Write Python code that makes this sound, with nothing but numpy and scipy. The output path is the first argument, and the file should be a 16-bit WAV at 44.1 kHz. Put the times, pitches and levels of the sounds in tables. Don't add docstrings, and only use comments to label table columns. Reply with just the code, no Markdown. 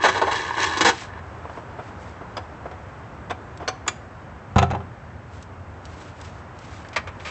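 import sys
import numpy as np
from scipy import signal
from scipy.fft import rfft, irfft, next_fast_len
from scipy.io import wavfile
from scipy.ndimage import uniform_filter1d, map_coordinates

SR = 44100
rng = np.random.default_rng(int(sys.argv[2]) if len(sys.argv) > 2 else 0)


def transcribe(u):
    v = np.clip(np.atleast_2d(u).T, -1, 1)
    q = np.round(v * 32767).astype(np.int16)
    wavfile.write(sys.argv[1], SR, q)


N = 321930
TOP_HZ = 8150


def amp(db):
    return 10 ** (np.asarray(db) / 20)


def unit(x):
    return x / np.sqrt(np.mean(x ** 2) + 1e-20)


def curve(rows):
    times, values = np.transpose(rows)
    return np.interp(np.arange(N) / SR, times, values)


def wobble(rate):
    knots = rng.standard_normal(int(N * rate / SR) + 4)
    return map_coordinates(knots, [np.arange(N) * rate / SR])


def filtered(x, response):
    size = next_fast_len(len(x) + SR // 8, real=True)
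    return irfft(rfft(x, size) * response(np.fft.rfftfreq(size, 1 / SR)), size)[:len(x)]


def low_cut(x, hz):
    return signal.sosfilt(signal.butter(2, hz, 'highpass', fs=SR, output='sos'), x)


def noise(tone, lo_hz=1, hi_hz=SR, grit_db=0, size=N):
    tone_hz, tone_db = np.transpose(tone)

    def response(hz):
        colour = amp(np.interp(np.log(hz + 1), np.log(tone_hz), tone_db)) * (hz < TOP_HZ)
        return colour / np.sqrt((1 + (lo_hz / (hz + 1)) ** 8) * (1 + (hz / hi_hz) ** 8))
    return unit(filtered(rng.standard_normal(size) * amp(grit_db), response))


def ringing(modes):
    t = np.arange(SR) / SR
    return [amp(db - 60 * t / t60) * np.sin(2 * np.pi * hz * t) for hz, db, t60 in modes]


def resonate(x, modes, ring_db, crowd_db, crowd_t60):
    strong = sum(ring * 2 * np.log(1000) / (t60 * SR)
                 for ring, (_, _, t60) in zip(ringing(modes), modes))
    crowd = rng.standard_normal(SR) * amp(-60 * np.arange(SR) / SR / crowd_t60)
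    crowd = low_cut(crowd, hz=700)
    response = amp(ring_db) * strong + amp(crowd_db) * crowd / np.linalg.norm(crowd)
    return x + signal.fftconvolve(x, response)[:N]


def chatter(contacts, tone, grit_db, rise, t60, middle_db):
    # top edge in Hz, factor on rise time, factor on t60 (the time to fall 60 dB).
    bands = [(942, 2.1, 1.16), (2735, 0.93, 1.11), (8400, 0.6, 0.88)]
    soft_lingers_db = 28.5
    t = np.arange(SR // 2) / SR
    start = round(contacts[0][0] * SR)
    size = round(contacts[-1][0] * SR) - start + len(t)
    grit = grit_db * wobble(900)[:size]
    sound, lo_hz = np.zeros(N + SR), 1
    for band, (hi_hz, rise_factor, t60_factor) in enumerate(bands):
        power = np.zeros(N + SR)
        for s, db, hard_db, grind_s in contacts:
            level_db = db + (-hard_db, middle_db, hard_db)[band]
            release = t60 * t60_factor * 2 ** (-hard_db / soft_lingers_db)
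            attack = 1 - np.exp(-t / (rise * rise_factor))
            envelope = attack * amp(level_db - 60 * np.maximum(t - grind_s, 0) / release)
            power[round(s * SR):][:len(t)] += envelope ** 2
        hail = noise(tone, lo_hz, hi_hz, grit, size=size)
        hail_power = np.abs(uniform_filter1d(hail ** 2, size=SR // 90)) + 1e-6
        sound[start:][:size] += hail * np.sqrt(power[start:][:size] / hail_power)
        lo_hz = hi_hz
    return sound[:N]


def neighbourhood():
    # frequency in Hz, relative spectral density in dB.
    drone_tone = [(13, -67), (22, -42), (38, -27), (41, -13.5), (51, -12), (80, 2), (98, 1.5), (151, -8),
                  (205, -13), (236, -9.5), (275, -14), (300, -14.5), (390, -40.5), (660, -120)]
    rush_tone = [(110, -41), (180, -2.5), (256, -15), (290, -6), (393, -4.5), (425, -6), (614, -4.5),
                 (779, -5), (914, -5), (1070, -6), (1570, -9.5), (3960, -31.5), (8100, -36.5),
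                 (10500, -67.5), (17800, -120)]
    # time in seconds, relative level of the rush in dB.
    rush_levels = [(0, -50), (1.3, -39), (3.3, -40.5), (5.2, -43), (7.3, -40.5)]
    drone = amp(-41 + 0.37 * wobble(9.3)) * noise(drone_tone)
    rush = amp(curve(rush_levels) - 1.64 + 0.33 * wobble(11)) * noise(rush_tone)
    return drone + rush


def yard(x, wet_db, t60):
    t = np.arange(SR // 2) / SR
    tail = rng.standard_normal(len(t)) * amp(-60 * t / t60) * (t > .008)
    echo = signal.fftconvolve(x, tail / np.linalg.norm(tail))[:N]
    return x + amp(wet_db) * filtered(echo, lambda hz: 1 / np.hypot(1, hz / 5000))


def rustle():
    # time of the peak in seconds, relative level in dB.
    swishes = [(0.989, -37), (1.55, -55), (1.856, -56), (2.06, -51.5), (5.38, -53), (5.9, -52), (6.04, -49),
               (6.24, -47.5), (6.38, -57.5), (6.64, -49.5), (6.76, -48.5), (6.88, -61), (7.29, -45)]
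    snaps = [(3.5742, -38), (5.4262, -35.5), (5.8537, -34), (6.214, -35), (6.589, -37.5), (6.886, -37)]
    # frequency in Hz, relative spectral density in dB.
    tone = [(500, -5.5), (2000, 4.5), (4500, -2.5), (8000, -6.5)]
    swish_sigma_s, snap_t60_s = 0.049, 0.028
    t = np.arange(N) / SR
    swell = sum(amp(db) * np.exp(-.5 * ((t - s) / swish_sigma_s) ** 2) for s, db in swishes)
    bursts = sum(amp(db - 4.5 - 60 * np.abs(t - s) / snap_t60_s) * (t >= s) for s, db in snaps)
    clumps_db = 1.6 * wobble(600) + 2 * wobble(60)
    swishing = amp(-1.5) * swell * noise(tone, lo_hz=900, grit_db=clumps_db)
    return swishing + bursts * noise(tone, lo_hz=3300)


def truck_clanks():
    # start in seconds, relative level in dB, hardness in dB, grinding time in seconds.
    contacts = [(6.846, -45, -5, .002), (6.93, -45.5, 2, 0.013), (6.961, -22, -2, 0.0072),
                (7.072, -37, -3.5, 0.007), (7.199, -43.5, -0.5, 0.0071), (7.249, -38, 1, 0.042)]
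    # frequency in Hz, relative spectral density in dB.
    tone = [(150, -51), (250, -42), (581, -12.5), (789, -25), (1260, -7), (1630, -5.5), (2530, -5),
            (2970, -14), (3190, -9.5), (3690, -15.5), (6230, -21.5), (8100, -25.5), (10500, -63),
            (17800, -120)]
    # frequency in Hz, relative level in dB, t60 in seconds.
    tube_modes = [(578, 3.5, 0.17), (1060, -2, .12), (1260, 7.5, 0.057), (2040, -3, 0.19), (2330, 1, .2),
                  (2550, -2, .16), (4070, 4, .06), (6160, -5, .06)]
    clanks = chatter(contacts, tone, grit_db=2, rise=0.0007, t60=0.074, middle_db=3.5)
    return amp(-3) * resonate(clanks, tube_modes, ring_db=-0.5, crowd_db=-12, crowd_t60=0.076)


def handle_and_bit():
    # start in seconds, pitch of that spot in Hz, level in dB.
    bit_strikes = [(2.369, 4940, -31.5), (2.371, 3270, -32), (3.305, 3570, -32.5), (3.679, 4460, -21),
                   (3.684, 6080, -23.5), (3.8785, 7000, -16)]
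    # start in seconds, relative level in dB, hardness in dB, grinding time in seconds.
    contacts = [(1.452, -41, -14, .002), (1.496, -39.5, -11, 0.0018), (1.572, -38, -13.5, .002),
                (1.787, -41, -14.5, 0.011), (2.212, -45, -16.5, 0.007), (2.368, -31.5, -6.5, 0.013),
                (2.656, -40, -15.5, 0.0047), (2.713, -37.5, -8, .001), (3.298, -35, -3.5, 0.0068),
                (3.308, -24.5, -6.5, 0.0024), (3.6, -41.5, -11.5, 0.036), (3.677, -23, -2, .011),
                (3.864, -37.5, -8, 0.012), (3.88, -18.5, 2.5, 0.0029)]
    # frequency in Hz, relative spectral density in dB.
    tone = [(120, -51), (200, -12), (500, 1.5), (900, 4), (1300, 2.5), (1900, -8), (2300, -8),
            (2800, -12.5), (3400, -13.5), (3900, -21), (4800, -18), (5500, -21.5), (7000, -27),
            (8100, -22.5)]
    # frequency in Hz, relative level in dB, t60 in seconds.
    handle_modes = [(515, 0, 0.18), (751.6, 11, 0.19), (910, -4.5, .15), (1235, -4, 0.38), (2390, 4, 0.1),
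                    (3517, 8, 0.046), (4230, -2, 0.1), (4900, 1, .15), (6150, -5, .2), (6780, 3.5, .12),
                    (7180, -20, .12)]
    clink_t60_s = 0.053
    clinks, t = np.zeros(N), np.arange(SR // 4) / SR
    for s, hz, db in bit_strikes:
        drift = np.cumsum(rng.standard_normal(len(t))) * np.sqrt(40 / (clink_t60_s * SR))
        envelope = amp(db - 60 * t / clink_t60_s)
        clinks[round(s * SR):][:len(t)] += envelope * np.sin(2 * np.pi * hz * t + drift)
    clacks = chatter(contacts, tone, grit_db=0.5, rise=0.00026, t60=.05, middle_db=4.0)
    handle = resonate(clacks, handle_modes, ring_db=-2.5, crowd_db=-12.5, crowd_t60=0.078)
    return clinks + amp(-5.5) * handle


def lean_on_wall():
    # time in seconds, relative level in dB.
    bumps = [(4.5623, -12), (4.7249, -26)]
    # start in seconds, relative level in dB, hardness in dB, grinding time in seconds.
    contacts = [(4.559, -23.5, -10.5, 0.0087), (4.583, -18, -2, 0.0069), (4.617, -27, -11, .003),
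                (4.6265, -19, -7.5, 0.0025), (4.703, -32, -8, 0.015), (4.733, -35.5, -15, 0.0036),
                (4.747, -32.5, -12, 0.0051), (4.804, -43.5, -12.5, .003)]
    # frequency in Hz, relative spectral density in dB.
    tone = [(130, -40), (220, -26), (300, -11.5), (400, -12), (475, -3), (614, -8), (800, 2), (922, -3),
            (1320, -5.5), (2350, -16), (2700, -13), (3990, -21), (5230, -30.5), (6660, -23), (8100, -36)]
    # frequency in Hz, relative level in dB, t60 in seconds.
    wall_modes = [(88, -0.5, .66), (60, -22, 0.23), (107, -5, 0.13), (116.1, -4.5, 0.58),
                  (131.3, -6.5, 0.68), (152.5, -10, 0.46), (186.5, -8, 0.47), (199, -5, 0.29)]
    casing_modes = [(342, -10, 0.15), (399, 8.5, 0.16), (457, -7, 0.16), (532, 1, 0.17), (714, 1, 0.19),
                    (795, -1, 0.07), (846, -7, .15), (1030, 0, 0.18), (1330, 3, 0.17), (1705, -2, 0.13),
                    (2580, -12, 0.048), (4060, 4.5, .04), (6430, -11, .06)]
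    impulses = np.zeros(N)
    for s, db in bumps:
        impulses[round(s * SR)] = amp(db)
    flexing = signal.fftconvolve(impulses, sum(ringing(wall_modes)))[:N]
    boom = low_cut(flexing, hz=65)
    clatter = chatter(contacts, tone, grit_db=2.0, rise=0.00047, t60=0.045, middle_db=3.0)
    casing = resonate(clatter, casing_modes, ring_db=2.5, crowd_db=-12.5, crowd_t60=0.032)
    return boom + amp(-3.5) * casing


def scrape():
    # time in seconds, pulling effort in dB.
    pull = [(0, -33), (.03, -25.5), (.2, -29.5), (.26, -30), (.37, -25.5), (.43, -28.5), (.56, -29.5),
            (.625, -23), (.69, -26.5), (.88, -28.5), (.97, -47), (1.2, -39)]
    # frequency in Hz, relative spectral density in dB.
    tone = [(120, -43), (200, -7.5), (241, -36.5), (290, -5.5), (421, 2.5), (735, -6.5), (1000, 3),
            (1260, -0.5), (1390, -7.5), (1720, 2.5), (1980, -6), (2460, -10.5), (4640, -22.5),
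            (5670, -18.5), (8100, -29), (10500, -52.5), (17800, -120)]
    steady_pull_db, hiss_growth = -28.5, 2.5
    effort_db = curve(pull)
    touching = np.arange(N) / SR < pull[-1][0]
    slips_db = 0.6 * wobble(71.3)
    hiss_db = steady_pull_db - 11.5 + hiss_growth * (effort_db - steady_pull_db)
    groan = amp(effort_db - 3.5 + slips_db) * noise(tone, lo_hz=200, hi_hz=3700, grit_db=4 * wobble(400))
    hiss = amp(hiss_db + slips_db) * noise(tone, lo_hz=2580, grit_db=4 * wobble(700))
    return touching * (groan + hiss)


def drag_off_truck():
    # start in seconds, relative level in dB, hardness in dB, grinding time in seconds.
    contacts = [(0.038, -14, -4, 0.026), (0.084, -17.5, -1.5, 0.0084), (0.146, -25, -3.5, 0.038),
                (0.2154, -17, -8.5, 0.0051), (0.268, -26, -8.5, 0.019), (0.312, -25.5, 1, 0.018),
                (0.771, -24, 0, 0.0047), (0.808, -13.5, 0, 0.0039), (0.847, -15.5, -1.5, 0.047)]
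    # frequency in Hz, relative spectral density in dB.
    low_tone = [(71, -59), (120, -24), (146, -32.5), (186, -20.5), (352, -12), (405, 3), (834, -4.5),
                (1130, 0), (1780, -2.5), (1940, -8), (5310, -27), (6000, -24), (8100, -31), (10500, -65),
                (17800, -120)]
    rim_tone = [(71, -51), (120, -30), (171, -11), (197, -8.5), (239, -13.5), (339, -4), (483, 5),
                (597, -13.5), (675, -6.5), (1550, -0.5), (4370, -17), (4770, -16), (5500, -13), (8100, -21),
                (10500, -47), (17800, -120)]
    # frequency in Hz, relative level in dB, t60 in seconds.
    frame_modes = [(335.7, 2.5, 0.26), (386.4, 5, .16), (477, -8.5, 0.22), (975, -2, 0.15),
                   (1108, -2.5, 0.079), (1300, -1, 0.2), (1547, -6, 0.12), (1790, -6, 0.2),
                   (1780, -2.5, 0.13), (2390, -7.5, 0.44), (3130, -1.5, 0.22), (4890, -7.5, .15),
                   (5560, -7.5, 0.16)]
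    rim_from_s = .5
    low_contacts = [row for row in contacts if row[0] < rim_from_s]
    rim_contacts = [row for row in contacts if row[0] > rim_from_s]
    scraping = scrape()
    low_knocks = chatter(low_contacts, low_tone, grit_db=0.0, rise=0.00038, t60=0.083, middle_db=1.0)
    rim_knocks = chatter(rim_contacts, rim_tone, grit_db=0.5, rise=0.00062, t60=0.094, middle_db=0.5)
    drive = scraping + amp(-7) * low_knocks + amp(-5.5) * rim_knocks
    return resonate(drive, frame_modes, ring_db=1, crowd_db=-2.0, crowd_t60=0.035)


def scene():
    handling = drag_off_truck() + handle_and_bit() + lean_on_wall() + truck_clanks() + rustle()
    return (yard(handling, wet_db=-16.0, t60=0.31) + neighbourhood())[None]


def record(dry):
    ceiling, edge_width_hz = .75, 300
    soft = dry[0] / (1 + np.abs(dry[0] / ceiling) ** 4) ** (1 / 4)
    return filtered(soft, lambda hz: np.clip((TOP_HZ - hz) / edge_width_hz + .5, 0, 1))[None]


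dry = scene()
out = record(dry)
transcribe(out)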